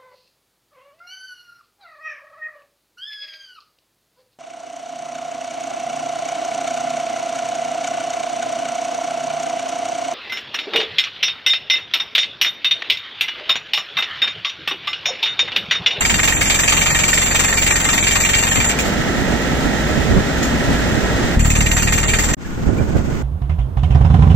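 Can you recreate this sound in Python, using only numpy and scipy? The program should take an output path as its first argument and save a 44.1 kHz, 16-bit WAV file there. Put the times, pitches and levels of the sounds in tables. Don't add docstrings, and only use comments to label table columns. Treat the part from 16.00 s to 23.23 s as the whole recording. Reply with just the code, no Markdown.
import sys
import numpy as np
from scipy import signal
from scipy.fft import rfft, irfft, next_fast_len
from scipy.io import wavfile
from scipy.ndimage import uniform_filter1d, minimum_filter1d

SR = 44100
rng = np.random.default_rng(int(sys.argv[2]) if len(sys.argv) > 2 else 0)


def wav_out(sig):
    wavfile.write(sys.argv[1], SR, np.round(np.clip(np.atleast_2d(sig).T, -1, 1) * 32767).astype(np.int16))


def nominal_scale(level):
    x = np.asarray(level, float) / 20
    return 10 ** x


N = 318654


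def in_time(rows):
    s, *columns = np.transpose(rows)
    return [np.interp(np.arange(N) / SR, s, c) for c in columns]


def rms_one(x):
    return x / np.sqrt(np.mean(x ** 2) + 1e-20)


def colour(x, points):
    size = next_fast_len(N + 4096)
    hz, level_db = np.transpose(points)
    log_hz = np.log(np.fft.rfftfreq(size, 1 / SR) + 1)
    gain = nominal_scale(np.interp(log_hz, np.log(hz), level_db))
    return irfft(rfft(x, size) * gain, size)[..., :N]


def drift(rate, channels=1):
    r = np.exp(-80 * np.pi * rate / SR)
    noise = rng.standard_normal((channels, N // 40 + 2002))
    slow = signal.lfilter([1], [1, -2 * r, r * r], noise)[:, 2000:]
    return np.array([np.interp(np.arange(N) / 40, np.arange(len(v)), rms_one(v)) for v in slow])


def resonate(x, hz, width_hz):
    r = np.exp(-np.pi * width_hz / SR)
    g = np.sqrt((1 - r * r) / 2)
    return signal.lfilter([g, 0, -g], [1, -2 * r * np.cos(2 * np.pi * hz / SR), r * r], x + 1e-18)


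def spikes(times, sizes):
    out = np.zeros(N)
    np.add.at(out, np.clip((np.asarray(times) * SR).astype(int), 0, N - 1), sizes)
    return out


def decay(x, t60):
    return signal.lfilter([1], [1, -nominal_scale(-60 / (t60 * SR))], x + 1e-18)


def pan(db):
    return nominal_scale(np.array([db / 2, -db / 2]).reshape(2, -1))


# t/s, lead/samples
PORT_LEAD = [(0, 0), (2.75, 0), (2.76, 2), (5.36, 2), (5.37, 0), (6.35, 0), (6.36, 5)]


def pair(alike, source=None):
    common = rng.standard_normal(N) if source is None else source
    late = np.interp(np.arange(N) - np.round(in_time(PORT_LEAD)[0]), np.arange(N), common)
    alike = np.clip(alike, 0, 1)
    return np.sqrt(alike) * np.array([common, late]) + np.sqrt(1 - alike) * rng.standard_normal((2, N))


# first blow t/s, stroke/s, stroke shortening per blow/s, force level/dB, force slope/dB per s
SPELLS = [
    (.0072, .044707, 0, -22, -1.2),
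    (5.3924, .05414, .000185, -29, 1),
]


def steady():
    beats = []
    for (start, stroke_s, shorter_s, *_), count in zip(SPELLS, (61, 19)):
        k = np.arange(count)
        beats.append(start + stroke_s * k - shorter_s * k ** 2 / 2)
    return beats


FORCE_TRIM_DB = [0.5, 0.15]
# low level/dB, middle level/dB, high level/dB
GROUP_DB = [(-1.4, 2.8, -1.6), (-1.1, 1.4, -0.51)]
# t/s, force change level/dB, brightness level/dB
FIRST_BLOWS = [(0.0494, -1, 3), (0.0964, 1, 1), (0.1406, -0.5, 0), (0.185, 1.3, -2.2), (0.231, 3.5, 1),
               (0.275, 0.5, 4.5), (0.323, -6.5, 1), (0.366, -6.5, 0.5), (0.4093, 4, 1), (0.4557, -5.5, 4),
               (0.498, 1.5, 7), (0.543, -2, 4), (0.589, -2, 4.5), (0.6333, -4.2, 6), (0.677, 1.5, 4),
               (0.7212, 0.5, 0.5), (0.767, 2, 0.5), (0.8115, 1.5, 0), (0.8583, 0, 3.5), (0.902, -1.5, -4),
               (0.946, 0.5, -2), (0.9893, -2, 3.5), (1.034, 1.5, -1), (1.0802, -0.2, 4.5), (1.13, 0, 5),
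               (1.1727, -1, -1), (1.215, -1, 2.5), (1.258, 0, -1), (1.3069, -3, -1.5), (1.347, 1.3, 1.5),
               (1.3924, 3, 0), (1.4362, 2, -1), (1.482, -0.5, -1), (1.526, 0.5, -2.5), (1.571, -5, 10),
               (1.6203, -2, 4), (1.664, 1, 4.5), (1.705, 1, -1), (1.756, -0.5, -0.5), (1.801, -2, -1.5),
               (1.8433, 0.5, -1), (1.8874, 2.5, 0.5), (1.9304, 3, 0.5), (1.977, -2, 2.5), (2.026, -6.5, 8),
               (2.067, 3.5, -1), (2.11, -1.5, 5), (2.153, 5, -1), (2.201, -0.5, 2), (2.2476, 1.5, 0),
               (2.29, -1.2, 5.5), (2.333, 4.9, 2), (2.384, -1, 1), (2.427, 2.7, -4), (2.468, -0.5, 2),
               (2.512, -3.5, 3), (2.556, 1.5, -3), (2.6014, 0.5, 0.5), (2.6435, -3.5, 0.5),
               (2.693, -3.3, 8)]
# t/s, force change level/dB, brightness level/dB
SECOND_BLOWS = [(5.393, 1.5, -3), (5.447, 0, -2), (5.5, 0.2, 4.5), (5.5523, 1, 0.7), (5.6058, 0.5, 2.5),
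                (5.66, 0, 1), (5.7114, 1.5, 1), (5.7665, 5, 0), (5.822, 0, 3), (5.8708, -1.5, 1.5),
                (5.922, 3.5, 2), (5.976, -0.3, 3), (6.0304, -1.5, 0.5), (6.081, -1, 5.5), (6.134, 3.5, -1),
                (6.186, 4, 0.5), (6.235, -3, -1.5), (6.2872, 0.5, -2), (6.3347, 1, 4.5)]
BRIGHT_SHARE, FORCE_SHARE = (-0.73, 0.79, 0.54), (1, 0.99, 0.92)


def blows():
    out = []
    landings = (FIRST_BLOWS, SECOND_BLOWS)
    for s, spell, trim_db, group_db, lands in zip(steady(), SPELLS, FORCE_TRIM_DB, GROUP_DB, landings):
        start, _, _, force_db, slope = spell
        even_db = force_db + trim_db + slope * (s - start)
        rows = np.column_stack([s, even_db[:, None] + group_db])
        for at, harder_db, bright_db in lands:
            k = np.abs(s - at).argmin()
            change_db = harder_db * np.array(FORCE_SHARE) + bright_db * np.array(BRIGHT_SHARE)
            rows[k] = [at, *(rows[k, 1:] + change_db)]
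        out.append(rows)
    return out


def stroke():
    return np.minimum(decay(spikes(np.vstack(blows())[:, 0], 1), t60=0.43), 1.5)


def chatter_noise():
    clicks = rng.standard_normal(N) * nominal_scale(3.0 * np.minimum(rng.exponential(1, N), 4))
    clicks = clicks * (rng.random(N) < 5000 / SR)
    chatter = pair(0.62, rms_one(clicks))
    return rms_one(rms_one(chatter) + 0.54 * pair(0.36))


# t/s, low level/dB, middle level/dB, high level/dB
STRAY_KNOCKS = [
    (2.787, -42, -21, -26),
    (2.85, -39, -38, -39),
    (2.92, -42, -38, -39),
    (4.425, -55, -32.5, -29),
    (4.451, -45, -51, -59),
]
# f/Hz, width/Hz, level/dB
STEEL_MODES = [(916, 42, -13.5), (1222, 400, -3), (1684, 220, -11.5), (1865, 47, -7), (2086, 49, -8.5),
               (2346, 110, -10), (2520, 57, -13), (2772, 52, -9.5), (3120, 88, -12.5), (3675, 84, -17.5),
               (3474, 47, -17), (4100, 37, -27), (4350, 47, -16), (4725, 170, -10), (5460, 180, -14.5),
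               (5860, 63, -29), (6085, 110, -7), (6390, 52, -13), (6940, 110, -5.5), (7450, 600, -1),
               (7590, 190, -3.5), (8300, 210, -9), (10730, 360, -3.5), (12520, 330, -1.5),
               (12970, 320, -4.5), (13560, 310, -5.5), (14670, 320, 0.5), (15450, 190, 4.5)]


def steel():
    rows = np.vstack([*blows(), STRAY_KNOCKS])
    rows[:, 1:] += 1.43 * rng.standard_normal((len(rows), 3))
    chatter = chatter_noise()
    starts = rows[:, 0] + 0.0003 * rng.standard_normal(len(rows))
    out = 0
    for hz, width_hz, level_db in STEEL_MODES:
        luck = rng.standard_normal((len(rows), 3))
        group = np.searchsorted((2150, 3900), hz)   # low, middle or high, split in Hz
        size = nominal_scale(rows[:, 1 + group] + level_db + 2.65 * luck[:, 0])
        rebound = spikes(starts + 0.0078 + 0.0034 * luck[:, 1], 0.5 * size * nominal_scale(3.5 * luck[:, 2]))
        force = decay(spikes(starts, size) + rebound, t60=0.13 + hz * 6e-6)
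        force = force + 0.4 * decay(spikes(starts + 0.0013, size), t60=0.0089)
        out = out + resonate(chatter * force, hz, 0.83 * width_hz)
    for group, band in enumerate([(900, 2150), (2150, 5000), (5000, 15500)]):
        size = nominal_scale(rows[:, 1 + group] - 8.5)
        hits = spikes(starts, size) + spikes(starts + 0.0049, 0.62 * size)
        crack = decay(hits, t60=(.1, .14, .3)[group])
        crack = crack * nominal_scale(0.46 * drift(110))
        band_filter = signal.butter(1, band, "band", fs=SR, output="sos")
        out = out + crack * rms_one(signal.sosfilt(band_filter, chatter))
    return out * pan(in_time(AIRFLOW)[1])


# t/s, peak level/dB, ring f/Hz
CONTACTS = [(0.0498, 1, 2290), (0.0952, -7, 2280), (0.1421, -4.5, 1840), (0.1925, -8, 1860),
            (0.1984, -5, 2160), (0.2314, -10, 2220), (0.2763, -12, 2040), (0.3232, -4, 1830),
            (0.3676, -7.5, 2310), (0.4155, -10, 2540), (0.4155, -2, 2230), (0.4569, -14, 2290),
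            (0.4988, -4, 2340), (0.5442, -16, 2330), (0.5891, -7.5, 1730), (0.634, -5, 1860),
            (0.6789, -4, 2350), (0.7672, -9, 2030), (0.8165, -2, 2320), (0.857, -10, 2250),
            (0.9053, -4.5, 2350), (0.9477, -8, 1800), (0.9896, -9, 2320), (1.0355, -7, 2320),
            (1.039, -3, 2310), (1.1303, 1, 1820), (1.1757, -11, 3080), (1.1757, -4, 1850),
            (1.2196, -21, 1850), (1.3139, -22, 1650), (1.3139, -12, 1890), (1.3483, -20, 1200),
            (1.3483, -19, 2250), (1.3937, -13, 1900), (1.4366, -11, 1860), (1.483, -9, 1750),
            (1.4885, -10, 1810), (1.5264, -3, 1810), (1.6676, -9, 2300), (1.7105, -2.5, 2330),
            (1.7564, -7, 1840), (1.8457, -12, 2050), (1.8896, -10, 2340), (1.9345, -11, 1900),
            (1.9799, -4.5, 1860), (2.0263, -12, 2300), (2.0682, -10, 1900), (2.1146, -24, 2000),
            (2.1565, -19, 2100), (2.2054, -12, 1890), (2.2368, -6, 2330), (2.2488, -5, 2400),
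            (2.2947, -6, 1840), (2.3391, -7, 3220), (2.3391, 3, 2280), (2.4304, -14, 1860),
            (2.5162, -14, 1820), (2.607, -10, 1850), (2.6439, -7.5, 1870), (2.6968, -17, 1850),
            (5.3934, -18, 2390), (5.4468, -18, 1870), (5.4512, -22, 1830), (5.502, -9, 2540),
                 (5.5544, -11.5, 2540), (5.6064, -5.5, 2720), (5.6113, -14, 2070), (5.6602, -17.5, 1940),
                 (5.6654, -9, 2840), (5.7153, -5.5, 2780), (5.7654, -10.5, 1910), (5.8233, -12, 1400),
                 (5.8233, -16, 1830), (5.8735, -15, 1880), (5.9246, -11, 1870), (5.978, -15, 1740),
                 (5.9818, -19, 1860), (6.0293, -16, 1870), (6.0822, -29, 1970), (6.0897, -26, 2330),
                 (6.134, -13, 1900), (6.189, -12.5, 1890), (6.2343, -20, 1870), (6.2399, -15, 1880),
                 (6.2874, -15, 1860), (6.3375, -13, 1850),
            (2.7894, -8, 2440),
    (4.4238, -15, 1890),
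]


def contacts():
    out, t = np.zeros(N + 4000), np.arange(4000) / SR
    rise_s, ring_t60_s, snap_t60_s = 0.00064, .026, .02
    band = signal.butter(2, [1100, 8500], "band", fs=SR, output="sos")
    for s, db, hz in CONTACTS:
        rise = (1 - np.exp(-t / rise_s)) * nominal_scale(db - 3.5)
        tone = np.sin(2 * np.pi * hz * t)
        tone = tone + 0.39 * np.sin(2 * np.pi * .82 * hz * t) + .35 * np.sin(2 * np.pi * 1.4 * hz * t)
        ring = nominal_scale(-60 * t / ring_t60_s) * tone
        snap = nominal_scale(-10 - 60 * t / snap_t60_s) * signal.sosfilt(band, rng.standard_normal(len(t)))
        out[int(s * SR):int(s * SR) + 4000] += rise * (ring + snap)
    return out[:N] * np.ones((2, 1))


# puff peak level/dB, whistle level/dB, starting pressure surge level/dB,
# puff slope/dB per s, whistle slope/dB per s
EXHAUST_AIR = [
    (-18, -24.5, -2, -0.3, 0.5),
    (-12.5, -31, 7.5, -5, 2),
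]
# suction/0-1, ring/0-1, ring f/Hz, return puff ahead of blow/share of stroke,
# first puff level/dB
HOLE = [
    (.5, .3, 205, .32, -3),
    (.9, .5, 238, .355, 0),
]
SURGE_S = 0.15


def puffs():
    t = np.arange(-200, 1400) / SR + np.zeros((2, 1))
    after = np.maximum(t - .0015, 0)
    push = np.exp(-.5 * (t / .0012) ** 2)
    suction = -.65 * np.sin(2 * np.pi * 42 * after) * np.exp(-after / .011)
    out = 0
    for s, exhaust, hole in zip(steady(), EXHAUST_AIR, HOLE):
        puff_db, _, surge_db, sag, _ = exhaust
        pull, ring, ring_hz, ahead, first_db = hole
        at = np.concatenate([s + .0094, s - ahead * np.gradient(s)])
        level_db = puff_db + first_db * (np.arange(len(at)) < len(s))
        level_db = level_db + surge_db * np.exp((at.min() - at) / SURGE_S) + sag * (at - s[0])
        size = nominal_scale(level_db + 1.1 * rng.standard_normal(len(at)))
        ringing = -.42 * np.sin(2 * np.pi * ring_hz * np.maximum(t - .0022, 0)) * np.exp(-after / .012)
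        puff = push + pull * suction + ring * ringing
        out = out + signal.fftconvolve([spikes(at, size * (at > 0))], puff, axes=1)[:, 200:N + 200]
    return out * pan(1.3)


# f/Hz, width/Hz, level/dB
WHISTLE = [
    (7235, 49, 1),
    (7260, 36, -2),
    (7190, 73, -6),
    (12430, 180, -2.5),
]


def whistle():
    t, level = np.arange(N) / SR, 0
    stop_s, surge_share = 0.036, 0.16
    for rows, (_, whistle_db, surge_db, _, sag) in zip(blows(), EXHAUST_AIR):
        first, last = rows[0, 0], rows[-1, 0]
        since = (t - first).clip(0)
        shut = np.clip(1 + (last - t) / stop_s, 0, 1) * (t > first - .03)
        surge = surge_share * surge_db * np.exp(-since / SURGE_S)
        level = level + shut * nominal_scale(whistle_db + surge + sag * since)
    noise = pair(0.28)
    tone = sum(nominal_scale(db + 2.0 * drift(25.0)) * resonate(noise, hz, width_hz) for hz, width_hz, db in WHISTLE)
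    return level * nominal_scale(-3.0 * stroke() + 1.5) * np.minimum(4 * stroke(), 1) * tone


# t/s, level/dB, left-right level/dB
AIRFLOW = [
    (0, -27, 1),
    (2.6, -27.5, 1),
    (2.85, -19.5, -2),
    (3.5, -20, -2.5),
    (4.2, -21, -1.5),
    (4.8, -20, -1.5),
    (5.35, -21.5, -1),
    (5.388, -29, 2),
    (5.4, -32, -1),
    (6.35, -29.5, 1),
]
# f/Hz, level/dB per Hz
AIR = [(60, -47), (150, 2), (300, -4.5), (500, -5), (800, -5), (1230, -10), (1400, -10), (1900, -12.5),
       (2250, -16.5), (2700, -13.5), (3500, -14), (4500, -18), (7500, -20), (15000, -17.5)]


def airflow():
    level_db, pan_db = in_time(AIRFLOW)
    near, far = pair(0.63), pair(0.083)
    split = signal.butter(2, 3000, fs=SR, output="sos")
    flow = rms_one(colour(far + signal.sosfiltfilt(split, near - far), AIR))
    low = signal.sosfiltfilt(signal.butter(1, 700, fs=SR, output="sos"), flow)
    hiss = flow - low
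    flow = low * nominal_scale(0.92 * drift(42)) + hiss * nominal_scale(0.63 * drift(27) + 3.2 * stroke())
    return nominal_scale(level_db + 0.16 * drift(2.7)) * flow * pan(pan_db)


# f/Hz, width/Hz, level/dB
ENGINE = [(60, 5, -31), (102, 8, -38), (235, 6, -32), (270, 6, -35), (305, 6, -39), (1325, 25, -39),
          (1380, 70, -41), (1541, 8, -44), (1676, 8, -41), (1840, 110, -36), (1913, 10, -43),
          (2948, 8, -52)]
# t/s, level/dB
ENGINE_HEARD = [
    (0, -9.5),
    (2.5, -8.5),
    (2.85, 0),
    (5.35, -2),
    (5.4, -11),
]


def engine():
    noise = pair(0.99)
    tones = sum(nominal_scale(db) * resonate(noise, hz, width_hz) for hz, width_hz, db in ENGINE)
    return nominal_scale(in_time(ENGINE_HEARD)[0]) * tones


# f/Hz, level/dB per Hz
IDLING = [(200, 13), (600, -8.5), (1000, 1.5), (1450, -4.5), (1900, -8.5), (2500, -10), (3500, -14),
          (5000, -14), (7500, -11.5), (10000, -16), (13000, -11), (15000, -2.5)]
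# t/s, level/dB, f/Hz, t60/s
TICKS = [
    (6.447, -31, 1680, .06),
    (6.783, -29, 2370, .09),
    (6.398, -44, 1300, .02),
]


def second_rig():
    t = np.arange(N) / SR
    from_s, fade_s = 6.375, 0.11
    level = nominal_scale(-32.5) * np.clip((t - from_s) / fade_s + 0.13, 0, 1)
    noise = pair(0.27)
    hiss = rms_one(colour(noise, IDLING)) * nominal_scale(1.5 * drift(23) + 6.5)
    pump = nominal_scale(-15) * resonate(noise, 1450, 25)
    ticks = 0
    for s, db, hz, t60 in TICKS:
        envelope = nominal_scale(db - 60 * (t - s).clip(0) / t60) * np.clip((t - s) / 0.0021, 0, 1)
        ticks = ticks + envelope * np.sin(2 * np.pi * hz * (t - s))
    return level * (hiss + pump) + ticks


# t/s, level/dB, left-right level/dB
BREEZE = [(0, -30, -5), (1.2, -32, -3.5), (2.45, -32, 3), (2.7, -46, -8), (2.8, -29.5, -8),
          (5.3, -23, -6.5), (5.4, -29.5, -13.5), (6.34, -22.5, -2), (6.352, -82, -7), (6.368, -36, -5),
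          (6.54, -31, -2), (6.72, -21.5, -7), (7.225, -23.5, -6.5)]
# t/s, peak level/dB, length/s, left-right level/dB
GUSTS = [(2.581, -22, 0.023, 10), (3.213, -24, 0.028, -12), (3.32, -26, 0.036, -7), (3.68, -24, 0.036, -11),
         (3.91, -34, 0.082, -4), (4.05, -23, 0.088, -16), (4.17, -14, 0.033, -7), (4.565, -27.5, .07, 3),
         (4.695, -20, 0.032, 0), (4.997, -22, 0.038, -12), (5.256, -17.5, 0.022, -2),
         (6.694, -28.5, 0.034, -21), (6.813, -20, 0.035, -9), (6.958, -18, 0.027, -7), (7.03, -36, .06, -4)]
# f/Hz, level/dB per Hz
WIND_SPECTRUM = [(20, -7.5), (60, -1), (150, -3), (300, -5.5), (500, -13.5), (800, -17), (1500, -26),
                 (4000, -90)]


def wind():
    level_db, pan_db = in_time(BREEZE)
    t = np.arange(N) / SR
    power = (nominal_scale(level_db) * pan(pan_db)) ** 2
    for s, db, length_s, side_db in GUSTS:
        power = power + (nominal_scale(db) * pan(side_db)) ** 2 * np.exp(-((t - s) / length_s) ** 2)
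    lumps = nominal_scale(2.17 * drift(13) + 1.5 * drift(41, channels=2))
    return nominal_scale(-1.0) * np.sqrt(power) * rms_one(colour(pair(0.24) * lumps, WIND_SPECTRUM))


# t/s, level/dB
FIRST_RIG_FADE = [
    (0, -2),
    (6.345, 1.5),
    (6.348, -50),
    (6.358, -64),
    (6.361, -82),
    (7.3, -86),
]


def scene():
    first = steel() + contacts() + puffs() + whistle() + airflow() + engine()
    return nominal_scale(in_time(FIRST_RIG_FADE)[0]) * first + second_rig() + wind()


# f/Hz, lag/samples
RIGHT_LAG = [(170, 0), (350, 2), (520, 7), (900, 7), (1250, 31), (1550, 26), (1900, 23), (2800, 22),
             (16000, 22.5)]


def around(x):
    size = next_fast_len(N + 4096)
    hz = np.fft.rfftfreq(size, 1 / SR)
    lag = np.interp(hz, *np.transpose(RIGHT_LAG))
    return irfft(rfft(x, size) * np.exp(-2j * np.pi * hz / SR * lag), size)[:N]


# f/Hz, level/dB
MIC_LEFT = [(20, 6), (8400, -1.5), (8750, -6.5), (9000, -16), (9400, -21), (9900, -17.5), (11000, -18.5),
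            (12200, -14), (14800, -16), (15600, -26)]
# f/Hz, level/dB
MIC_RIGHT = [(20, 4), (600, 1), (1050, -8), (1400, -0.5), (1850, 6), (2800, 3.5), (5000, -3), (6600, 0),
             (7400, -0.5), (7900, -18), (8350, -48), (9350, -46), (9700, -18), (12200, -12), (15600, -24)]


def microphones(dry):
    return np.array([colour(dry[0], MIC_LEFT), around(colour(dry[1], MIC_RIGHT))])


def limiter(x):
    room = np.minimum(1, .95 / (np.abs(x).max(axis=0) + 1e-9))
    return x * uniform_filter1d(minimum_filter1d(room, size=257), size=257)


# f/Hz, quiet threshold/spreads, rise under the hammer/spreads
DROPOUT = [(2500, -5, 1), (3000, -4, 2.2), (4300, -4, 2.6), (5300, -2.2, 1.9), (5700, -4, 2.8),
           (6100, -5, 1), (8400, -4, 1.5), (9100, -1.5, 0.6), (9450, -0.3, 4), (9850, -0.3, 1.5),
           (10150, -0.5, 0.4), (10700, -0.5, 0.3), (11500, -0.8, 1.4), (12000, -1.2, 0.8),
           (12600, -1.2, -2), (13200, -0.4, -0.4), (14400, -0.4, 0.2), (15300, -0.1, 0.6), (15700, 0.5, 1)]


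def dropouts(x):
    hz, _, cells = signal.stft(x, SR, "cosine", nperseg=1024, noverlap=512)
    power = (np.abs(cells[:, :512]) ** 2).mean(axis=0)
    level = 10 * np.log10(power.reshape(64, 8, -1).mean(axis=1) + 1e-14)
    slow = uniform_filter1d(level, size=25, axis=1)
    masked = np.clip((uniform_filter1d(level[21], size=5) + 56) / 12, 0, 1)
    dip = uniform_filter1d(level - slow, size=3, axis=1).clip(-8, 4)
    luck = uniform_filter1d(rng.standard_normal(level.shape), size=4, axis=1)
    score = .4 * masked * dip + 2 * luck
    at, quiet, rise = np.transpose(DROPOUT)
    centre = hz[4:512:8]
    edge = np.interp(centre, at, quiet)[:, None] + np.interp(centre, at, rise)[:, None] * masked
    cells[:, :512] *= np.repeat(score > edge * score.std(axis=1)[:, None], 8, axis=0)
    return signal.istft(cells, SR, "cosine", nperseg=1024, noverlap=512)[1][:, :N]


# t/s, level/dB
GAP = [
    (0, 0),
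    (6.3465, 0),
    (6.349, -8),
    (6.358, -8),
    (6.361, -30),
    (6.367, -30),
    (6.369, 0),
    (7.3, 0),
]


def gap(x):
    return x * nominal_scale(in_time(GAP)[0])


def low_pass(x):
    return signal.sosfilt(signal.butter(12, 15730, fs=SR, output="sos"), x)


def record(dry):
    mix = gap(dropouts(limiter(microphones(dry))))
    return low_pass(mix)


dry = scene()
out = record(dry)
wav_out(out)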